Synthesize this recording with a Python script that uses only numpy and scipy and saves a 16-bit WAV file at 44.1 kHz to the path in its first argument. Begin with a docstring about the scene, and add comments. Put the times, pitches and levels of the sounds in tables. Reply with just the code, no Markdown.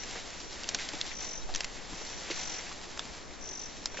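"""Open bush, a stereo microphone facing a dry thorn tree that an elephant is pulling at. From the start the
foliage rustles, limbs knock, green wood splinters and twigs snap, loudest just before one second. Then a
small bird off to the left gives the first of four trills, scattered by the trees, and a gust rumbles on
the microphone as more twigs go. A thick limb gives way at 2.3 s; a few last snaps follow. Far away, other
birds or insects chirr on and off and the air hums steadily to the end."""
import sys
import numpy as np
from scipy import signal
from scipy.fft import rfft, irfft, next_fast_len
from scipy.io import wavfile
from scipy.ndimage import map_coordinates

SR = 44100
rng = np.random.default_rng(int(sys.argv[2]) if len(sys.argv) > 2 else 0)


def to_wav(s):
    """Save 16-bit WAV."""
    ch = np.atleast_2d(s).T  # columns
    pcm = np.round(np.clip(ch, -1, 1) * 32767)  # PCM
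    wavfile.write(sys.argv[1], SR, pcm.astype(np.int16))


N = 4 * SR


def amp(db):
    """Decibels to gain."""
    return 10 ** (np.asarray(db) / 20)


def unit(x):
    """Scale to rms 1."""
    return x / np.sqrt(np.mean(x ** 2) + 1e-20)


def along(points, hz):
    """Read (Hz, value) points on a log axis."""
    freqs, values = np.transpose(points)
    return np.interp(np.log(hz + 1), np.log(freqs + 1), values)


def curve(rows):
    """Read (seconds, value) points at every sample."""
    return np.interp(np.arange(N) / SR, *np.transpose(rows))


def wobble(rate):
    """A smooth random curve, rate knots a second."""
    knots = rng.standard_normal(int(N * rate / SR) + 4)
    return map_coordinates(knots, [np.arange(N) * rate / SR])


def filtered(x, response):
    """Multiply the spectrum of x by a response of frequency."""
    n = x.shape[-1]
    padded = next_fast_len(n + 8192)
    return irfft(rfft(x, padded) * response(np.fft.rfftfreq(padded, 1 / SR)), padded)[..., :n]


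def resonate(x, hz, width):
    """One resonance; width is a share of its frequency."""
    return filtered(x, lambda f: 1j * f * hz * width / (hz * hz - f * f + 1j * f * hz * width))


def add(track, start, sound):
    """Mix a sound into the track, start in seconds."""
    i = max(round(start * SR), 0)
    track[i:i + len(sound)] += sound[:max(N - i, 0)]


def pan(left_db):
    """Gains of the two channels, the left louder by left_db."""
    return amp(np.array([[1], [-1]]) * left_db / 2)


def spread(pair, spectrum, coherence):
    """Colour two unrelated signals and blend them into stereo of rms 1."""
    def mid_side_gains(f):
        angle = np.arccos(np.clip(along(coherence, f), -1, 1)) / 2
        return amp(along(spectrum, f)) * [np.cos(angle), np.sin(angle)]
    mid, side = filtered(pair, mid_side_gains)
    return unit(np.array([mid + side, mid - side]))


def fibres(shape, rate, scatter_db):
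    """Tiny fractures of uneven size at random moments, about rate a second, rms 1."""
    size = amp(scatter_db * np.minimum(rng.standard_exponential(shape), 5))
    breaks = rng.random(shape) < rate / SR
    return unit(breaks * np.sign(rng.standard_normal(shape)) * size)


# Twigs breaking straight ahead. Each row: start in seconds, relative level in dB, ring pitch in Hz,
# relative ring level in dB, ring t60 in seconds, crackle t60 in seconds, woody body boost in dB.
TWIG_SNAPS = [(0.034, -25, 5800, 0, .003, 0.009, 2), (0.303, -33.5, 5600, 14, .003, 0.0066, 0),
              (0.401, -27, 5040, 3.5, 0.0028, 0.01, 0), (0.6335, -22.5, 4730, -2, 0.0034, 0.006, -2),
              (0.6406, -24, 2600, 3, .003, 0.0099, -4), (0.6885, -15.5, 5760, 7, .003, 0.013, 1),
              (0.7456, -10, 5860, -0.5, 0.0027, 0.012, -1.5), (0.7867, -27.5, 2200, 0, .006, 0.0099, -5),
              (0.796, -24, 3100, -1, .003, 0.005, 4), (0.803, -26, 5600, 3, .003, 0.0081, 0),
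              (0.812, -28.5, 4200, 4, .003, 0.009, -6), (0.8877, -21.5, 4930, -5, .003, 0.015, 3),
              (0.9507, -29, 5530, 9, .003, 0.009, 0), (1.012, -17.5, 3730, 10, .0019, 0.0053, -1),
              (1.419, -38, 3860, 22, .04, 0.012, -1), (1.5383, -26.5, 4620, 10, .003, 0.011, -1),
              (1.5476, -15.5, 5630, 4, .003, 0.009, 2), (1.5578, -16.5, 5600, 6, 0.0023, 0.0089, -4),
              (1.571, -27, 2030, -4, 0.0033, 0.009, 0), (1.5777, -28, 4750, -1, .003, 0.009, 0),
              (1.6051, -15.5, 5430, 1.5, 0.0032, 0.0087, 1), (1.633, -29.5, 2530, 7, .005, 0.011, 4),
              (1.6436, -16, 2400, -3, 0.0025, 0.013, -4.5), (2.132, -35, 2100, 16, .025, 0.012, 0),
              (2.974, -24.5, 7360, -1, .003, 0.009, 6), (2.9924, -16.5, 3590, 13.5, 0.011, 0.0067, 6.5),
              (3.4882, -31.5, 6060, 12, .003, 0.008, 0), (3.8399, -31.5, 5730, -5, .003, 0.0061, -3),
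              (3.8565, -14, 5100, 9.5, 0.0034, 0.005, 2), (3.871, -30, 4400, 1, .003, 0.009, 2),
              (3.9705, -26, 1900, 10.5, .004, 0.018, -2)]
# The break crossing a twig. Each row: nominal delay in seconds, signed share of the impulse.
FRACTURE_STEPS = [(0, 0.28), (.0004, -0.44), (.0009, 0.2)]
# The colour of a dry crack. Each row: frequency in Hz, gain in dB.
CRACK_SPECTRUM = [(100, -31), (600, -1), (1100, -1.5), (1700, 4.5), (3500, 4.5), (5500, 4.5), (7500, 3)]
# Where a thicker twig adds body. Each row: frequency in Hz, share of the boost.
BODY_SHARE = [(900, 0.93), (1700, 0.63), (2800, 0)]

def twig_snaps():
    """A twig parts in a few quick steps, rings and sheds a crackle of fibres, then shivers."""
    out, t = np.zeros(N), np.arange(SR // 8) / SR
    shiver = amp(-22 - 60 * t / 0.055)
    for start, db, hz, ring_db, ring_t60, crackle_t60, body_db in TWIG_SNAPS:
        crackle = amp(-15 - 60 * (t / crackle_t60) ** 2)
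        crack = fibres(len(t), rate=20000, scatter_db=2) * (crackle + shiver)
        pace = rng.uniform(0.6, 1.3)
        for delay, share in FRACTURE_STEPS:
            crack[round(delay * pace * SR)] = amp(10.5) * share
        crack = np.pad(crack, (SR // 1000, 0))  # room for the filter to ring ahead of the break
        wood = filtered(crack, lambda f: amp(along(CRACK_SPECTRUM, f) + body_db * along(BODY_SHARE, f)))
        ring = resonate(crack, hz, width=np.log(1000) / (np.pi * ring_t60 * hz))
        add(out, start + 0.00026, amp(db - 1.5) * (wood + amp(ring_db + 2.5) * ring))
    return out


# Green wood tearing, ahead and to the left. Each row: start in seconds, relative level in dB,
# centre in Hz, left over right in dB, seconds to fall by 12 dB.
SPLINTERS = [(0.155, -35, 1780, 3.5, 0.02), (0.524, -32, 4700, 2, 0.013), (0.7874, -27.5, 2040, 1, 0.029),
             (0.934, -32.5, 2570, 5.5, 0.012), (1.0072, -26, 3400, -0.5, 0.012),
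             (1.0644, -37.5, 3720, 15.5, 0.04), (1.1137, -33.5, 2120, 15.5, 0.013),
             (2.0635, -30.5, 4300, -2, 0.012), (2.664, -32.5, 2300, 3, 0.016),
             (3.9804, -30.5, 2530, -1, 0.021)]

def splintering():
    """Tougher wood tears in a short run of fractures that dies away."""
    out, t = np.zeros((2, N)), np.arange(SR // 4) / SR
    attack = 1 - np.exp(-t / 0.00053)
    for start, db, hz, left_db, fall_s in SPLINTERS:
        tear = unit(resonate(fibres(len(t), rate=4000, scatter_db=2.5), hz, width=0.34))
        envelope = attack * amp(db - 9 - 12 * t / fall_s)
        for channel, gain in zip(out, pan(left_db)):
            add(channel, start, gain * envelope * tear)
    return out


# The hollow notes of a thick limb, dead ahead. Each row: pitch in Hz, level in dB, t60 in seconds.
THUMP_MODES = [(354, -27.5, 0.064), (420, -24.5, 0.041), (500, -28, 0.047)]
# The colour of its tearing fibres. 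Each row: frequency in Hz, gain in dB.
TEAR_SPECTRUM = [(300, -13), (900, -19), (1400, -7), (2150, 2.5), (2850, 1), (3500, -7), (4200, 3),
                 (5200, -2), (7500, -7.5)]

def limb_break():
    """A thick limb gives way: a dull crack, a hollow thump, then its fibres tear and peel apart."""
    out, t = np.zeros(N), np.arange(SR // 4) / SR
    start = 2.301
    crack_t60, tear_t60, peel_t60 = 0.037, 0.042, 0.25  # seconds
    crack = unit(resonate(fibres(len(t), rate=13000, scatter_db=2.5), hz=1090, width=1.8))
    add(out, start, amp(-31 - 60 * t / crack_t60) * crack)
    thump = sum(amp(db - 60 * t / t60) * np.sin(2 * np.pi * hz * t) for hz, db, t60 in THUMP_MODES)
    add(out, start + 0.0029, (1 - np.exp(-t / 0.0028)) * thump)
    fractures = fibres(len(t), rate=11000, scatter_db=2)
    tear = unit(filtered(fractures, lambda f: amp(along(TEAR_SPECTRUM, f))))
    fade = amp(-30 - 60 * t / tear_t60) + amp(-37 - 60 * t / peel_t60)
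    add(out, start + 0.008, fade * tear)
    return out


# Limbs meeting inside the tree. Each row: start in seconds, relative level in dB, pitch in Hz,
# t60 in seconds.
LIMB_KNOCKS = [(0.152, -39, 468, 0.11), (0.74, -38, 268, 0.09), (0.933, -33.5, 290, 0.079),
               (1.488, -35.5, 743, 0.067), (1.924, -33, 300, 0.022), (1.93, -31, 155, 0.048),
               (2.01, -33, 467, 0.037), (2.211, -40, 520, 0.056), (2.712, -35, 1160, 0.042),
               (3.942, -33, 726, 0.029), (3.986, -32, 528, 0.044)]

def limb_knocks():
    """Limbs bump and judder: a damped low note under a rough wooden scuff."""
    out, t = np.zeros(N), np.arange(SR // 4) / SR
    attack = 1 - np.exp(-t / 0.003)
    for start, db, hz, t60 in LIMB_KNOCKS:
        scuff = unit(resonate(fibres(len(t), rate=3800, scatter_db=-0.5), hz, width=0.93))
        bark = unit(resonate(fibres(len(t), rate=3000, scatter_db=-3.5), hz=750, width=1.2))
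        body = 0.65 * np.sin(2 * np.pi * hz * t) + 0.51 * scuff + 0.23 * bark
        add(out, start + 0.0014, amp(db + 4 - 60 * t / t60) * attack * body)
    return out


# How hard the foliage is dragged. Each row: time in seconds, relative level in dB.
DRAG_LEVEL = [(0, -45.5), (.16, -43.5), (.47, -47.5), (.62, -45), (.82, -40.5), (.95, -43), (1.1, -44),
              (1.16, -50.5), (1.25, -40.5), (1.33, -48), (1.45, -50.5), (1.5, -47), (1.57, -46.5),
              (1.7, -47.5), (2.1, -45), (2.28, -41), (2.47, -41), (2.77, -46.5), (2.93, -47), (3.06, -45.5),
              (3.25, -52), (3.45, -53), (3.7, -49), (3.9, -51.5), (4, -47.5)]
# The colour of dry leaves. Each row: frequency in Hz, gain in dB.
LEAF_SPECTRUM = [(150, -10), (400, -14.5), (800, -2), (1200, -8), (2000, -4.5), (3200, -4.5), (5000, -2.5),
                 (6500, -5), (7500, -4.5)]
# The leaves sit near the centre. Each row: frequency in Hz, left-right coherence.
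LEAF_COHERENCE = [(200, 0.96), (1000, 0.54), (2000, 1), (7000, 0.97)]
# Twigs rubbing together. Each row: resonance in Hz, level against the leaves in dB.
TWIG_SCRAPES = [(720, -19), (1950, -11), (3700, -13), (4900, -21.5)]

def foliage_rustle():
    """Dry leaves and thorns brush past each other: dense hiss, sparser ticks and fits of scraping."""
    hiss = fibres((2, N), rate=12000, scatter_db=2.5)
    ticks = amp(-12) * fibres((2, N), rate=350, scatter_db=5.5)
    flutter = amp(2.6 * np.tanh(wobble(32.02)))
    leaves = flutter * spread(hiss + ticks, LEAF_SPECTRUM, LEAF_COHERENCE)
    scrapes = np.zeros(N)
    for hz, db in TWIG_SCRAPES:
        fits = amp(2.3 * wobble(28.17))
        rubbing = resonate(fibres(N, rate=3000, scatter_db=2), hz, width=0.39)
        scrapes += amp(db) * unit(fits * rubbing)
    return amp(curve(DRAG_LEVEL) + 3) * (leaves + scrapes)


def echoes(x, t60):
    """Vegetation scatters a sound into a diffuse stereo tail, each band dying at its own rate."""
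    hz, t, noise = signal.stft(rng.standard_normal((2, SR // 2)), SR, nperseg=256)
    decay = amp(-60 * t / along(t60, hz)[:, None])
    tail = signal.istft(noise * decay, SR, nperseg=256)[1]
    return signal.fftconvolve(x[None], tail / np.linalg.norm(tail[0]), axes=1)[:, :N]


# The short decay of the bush around the tree. Each row: frequency in Hz, t60 in seconds.
BUSH_DECAY = [(200, 0.19), (2000, .13), (7000, 0.035)]

def bush_scatter(wood):
    """The bush throws a faint echo of the breaking wood back to the microphone."""
    return amp(-27) * echoes(wood.mean(axis=0), BUSH_DECAY)


# A small bird left of the microphone. Each row: start in seconds, relative level in dB, time stretch,
# loss behind bushes on the direct path in dB.
BIRD_TRILLS = [(1.119, -31.5, 1.02, 0.5), (1.916, -33, 1.03, 22), (2.325, -32.5, 1.03, -0.5),
               (3.4081, -34, 0.99, -1)]
# Its song lingering among the trees. 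Each row: frequency in Hz, t60 in seconds.
TREE_DECAY = [(2000, .6), (7000, 0.48)]

def bird_trills():
    """Each trill is a run of steep downward chirps that swells, slows to a steady beat and eases off."""
    chirp_s, top_hz, end_hz = 0.014, 6483, 4990
    swell_s, fade_s, left_lead_s = 0.036, 0.017, 38e-6
    song, direct = np.zeros(N), np.zeros(N)
    progress = np.arange(int(chirp_s * SR)) / SR / chirp_s
    envelope = np.interp(progress, [0, 0.25, 0.55, 1], [0, 0.79, 0.5, 0.071])
    phase = 2 * np.pi * np.cumsum(top_hz + (end_hz - top_hz) * progress) / SR
    gaps = np.minimum(0.0143 + 0.00105 * np.arange(13), 0.0212)
    for start, db, stretch, hidden_db in BIRD_TRILLS:
        for at in np.append(0, np.cumsum(gaps)):
            arch_db = -8.5 * np.exp(-at / swell_s) - 0.5 * np.exp((at - gaps.sum()) / fade_s)
            gain = amp(db + arch_db + rng.normal(0, 0.57))
            chirp = gain * envelope * np.sin(phase * rng.normal(1, 0.0039))
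            add(song, start + stretch * at, chirp)
            add(direct, start + stretch * at, amp(-hidden_db) * chirp)
    at_microphone = filtered(direct, lambda f: np.exp(1j * np.pi * f * [[1], [-1]] * left_lead_s))
    return pan(left_db=3) * (at_microphone + amp(-5) * echoes(song, TREE_DECAY))


# Chirring from far out in the bush. Each row: time in seconds, level in dB.
CHIRR_LEVEL = [(0, -44), (.15, -67), (.45, -52.5), (.7, -68.5), (3.3, -63), (3.88, -57), (4, -50)]

def far_chirring():
    """Distant birds or insects blur into a faint, wide high band that comes and goes."""
    spectrum = [(4300, -62.5), (5100, -8), (5950, 8), (6350, -7), (6900, -60)]  # Hz, dB
    band = spread(rng.standard_normal((2, N)), spectrum, coherence=[(6000, -0.6)])
    return amp(curve(CHIRR_LEVEL) + wobble(10)) * pan(left_db=1.7) * band


# A light wind on the microphone, with one gust. Each row: time in seconds, level in dB.
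WIND_LEVEL = [(0, -45), (.4, -52), (1.33, -46.5), (1.45, -37), (1.6, -40), (1.75, -49), (3.2, -53.5),
              (4, -50)]
# The colour of its rumble. Each row: frequency in Hz, gain in dB.
WIND_SPECTRUM = [(8, -0.5), (17, -6.5), (35, -12.5), (60, -23.5), (120, -40.5), (300, -71)]

def microphone_wind():
    """Slow eddies press on each side of the microphone almost independently."""
    eddies = amp(curve(WIND_LEVEL) + 0.98 * wobble(9.8))
    rumble = spread(rng.standard_normal((2, N)), WIND_SPECTRUM, coherence=[(30, 0.064)])
    return eddies * pan(left_db=2.7) * rumble


# The colour of the distant air. Each row: frequency in Hz, gain in dB.
AIR_SPECTRUM = [(25, 2.5), (45, 4), (100, -5), (180, -2), (330, -1), (600, -3.5), (1200, -9), (2000, -13),
                (4000, -24.5), (7500, -19)]
# Its width at the microphone. Each row: frequency in Hz, left-right coherence.
AIR_COHERENCE = [(60, .2), (200, 0.46), (900, 0.38), (2000, .7), (7000, 0.14)]
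# Its lean to one side. Each row: frequency in Hz, left over right in dB.
AIR_BALANCE = [(40, 6), (100, 4.5), (200, 2.5), (600, 1.5), (2000, 0), (7000, 0)]

def distant_air():
    """The steady far-off hum of open country, its bass leaning left."""
    hum = spread(rng.standard_normal((2, N)), AIR_SPECTRUM, AIR_COHERENCE)
    return amp(-47 + 0.32 * wobble(4)) * filtered(hum, lambda f: pan(along(AIR_BALANCE, f)))


def scene():
    """The tree stands straight ahead of the microphone; birds, air and wind surround it."""
    wood = twig_snaps() + splintering() + limb_knocks() + limb_break()
    tree = wood + bush_scatter(wood) + foliage_rustle()
    return tree + bird_trills() + far_chirring() + distant_air() + microphone_wind()


def record(dry):
    """The recorder cuts off steeply above its band limit."""
    top_hz, db_per_hz = 7590, 0.12
    return filtered(dry, lambda f: amp(-np.clip((f - top_hz) * db_per_hz, 0, 100)))


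dry = scene()
out = record(dry)
to_wav(out)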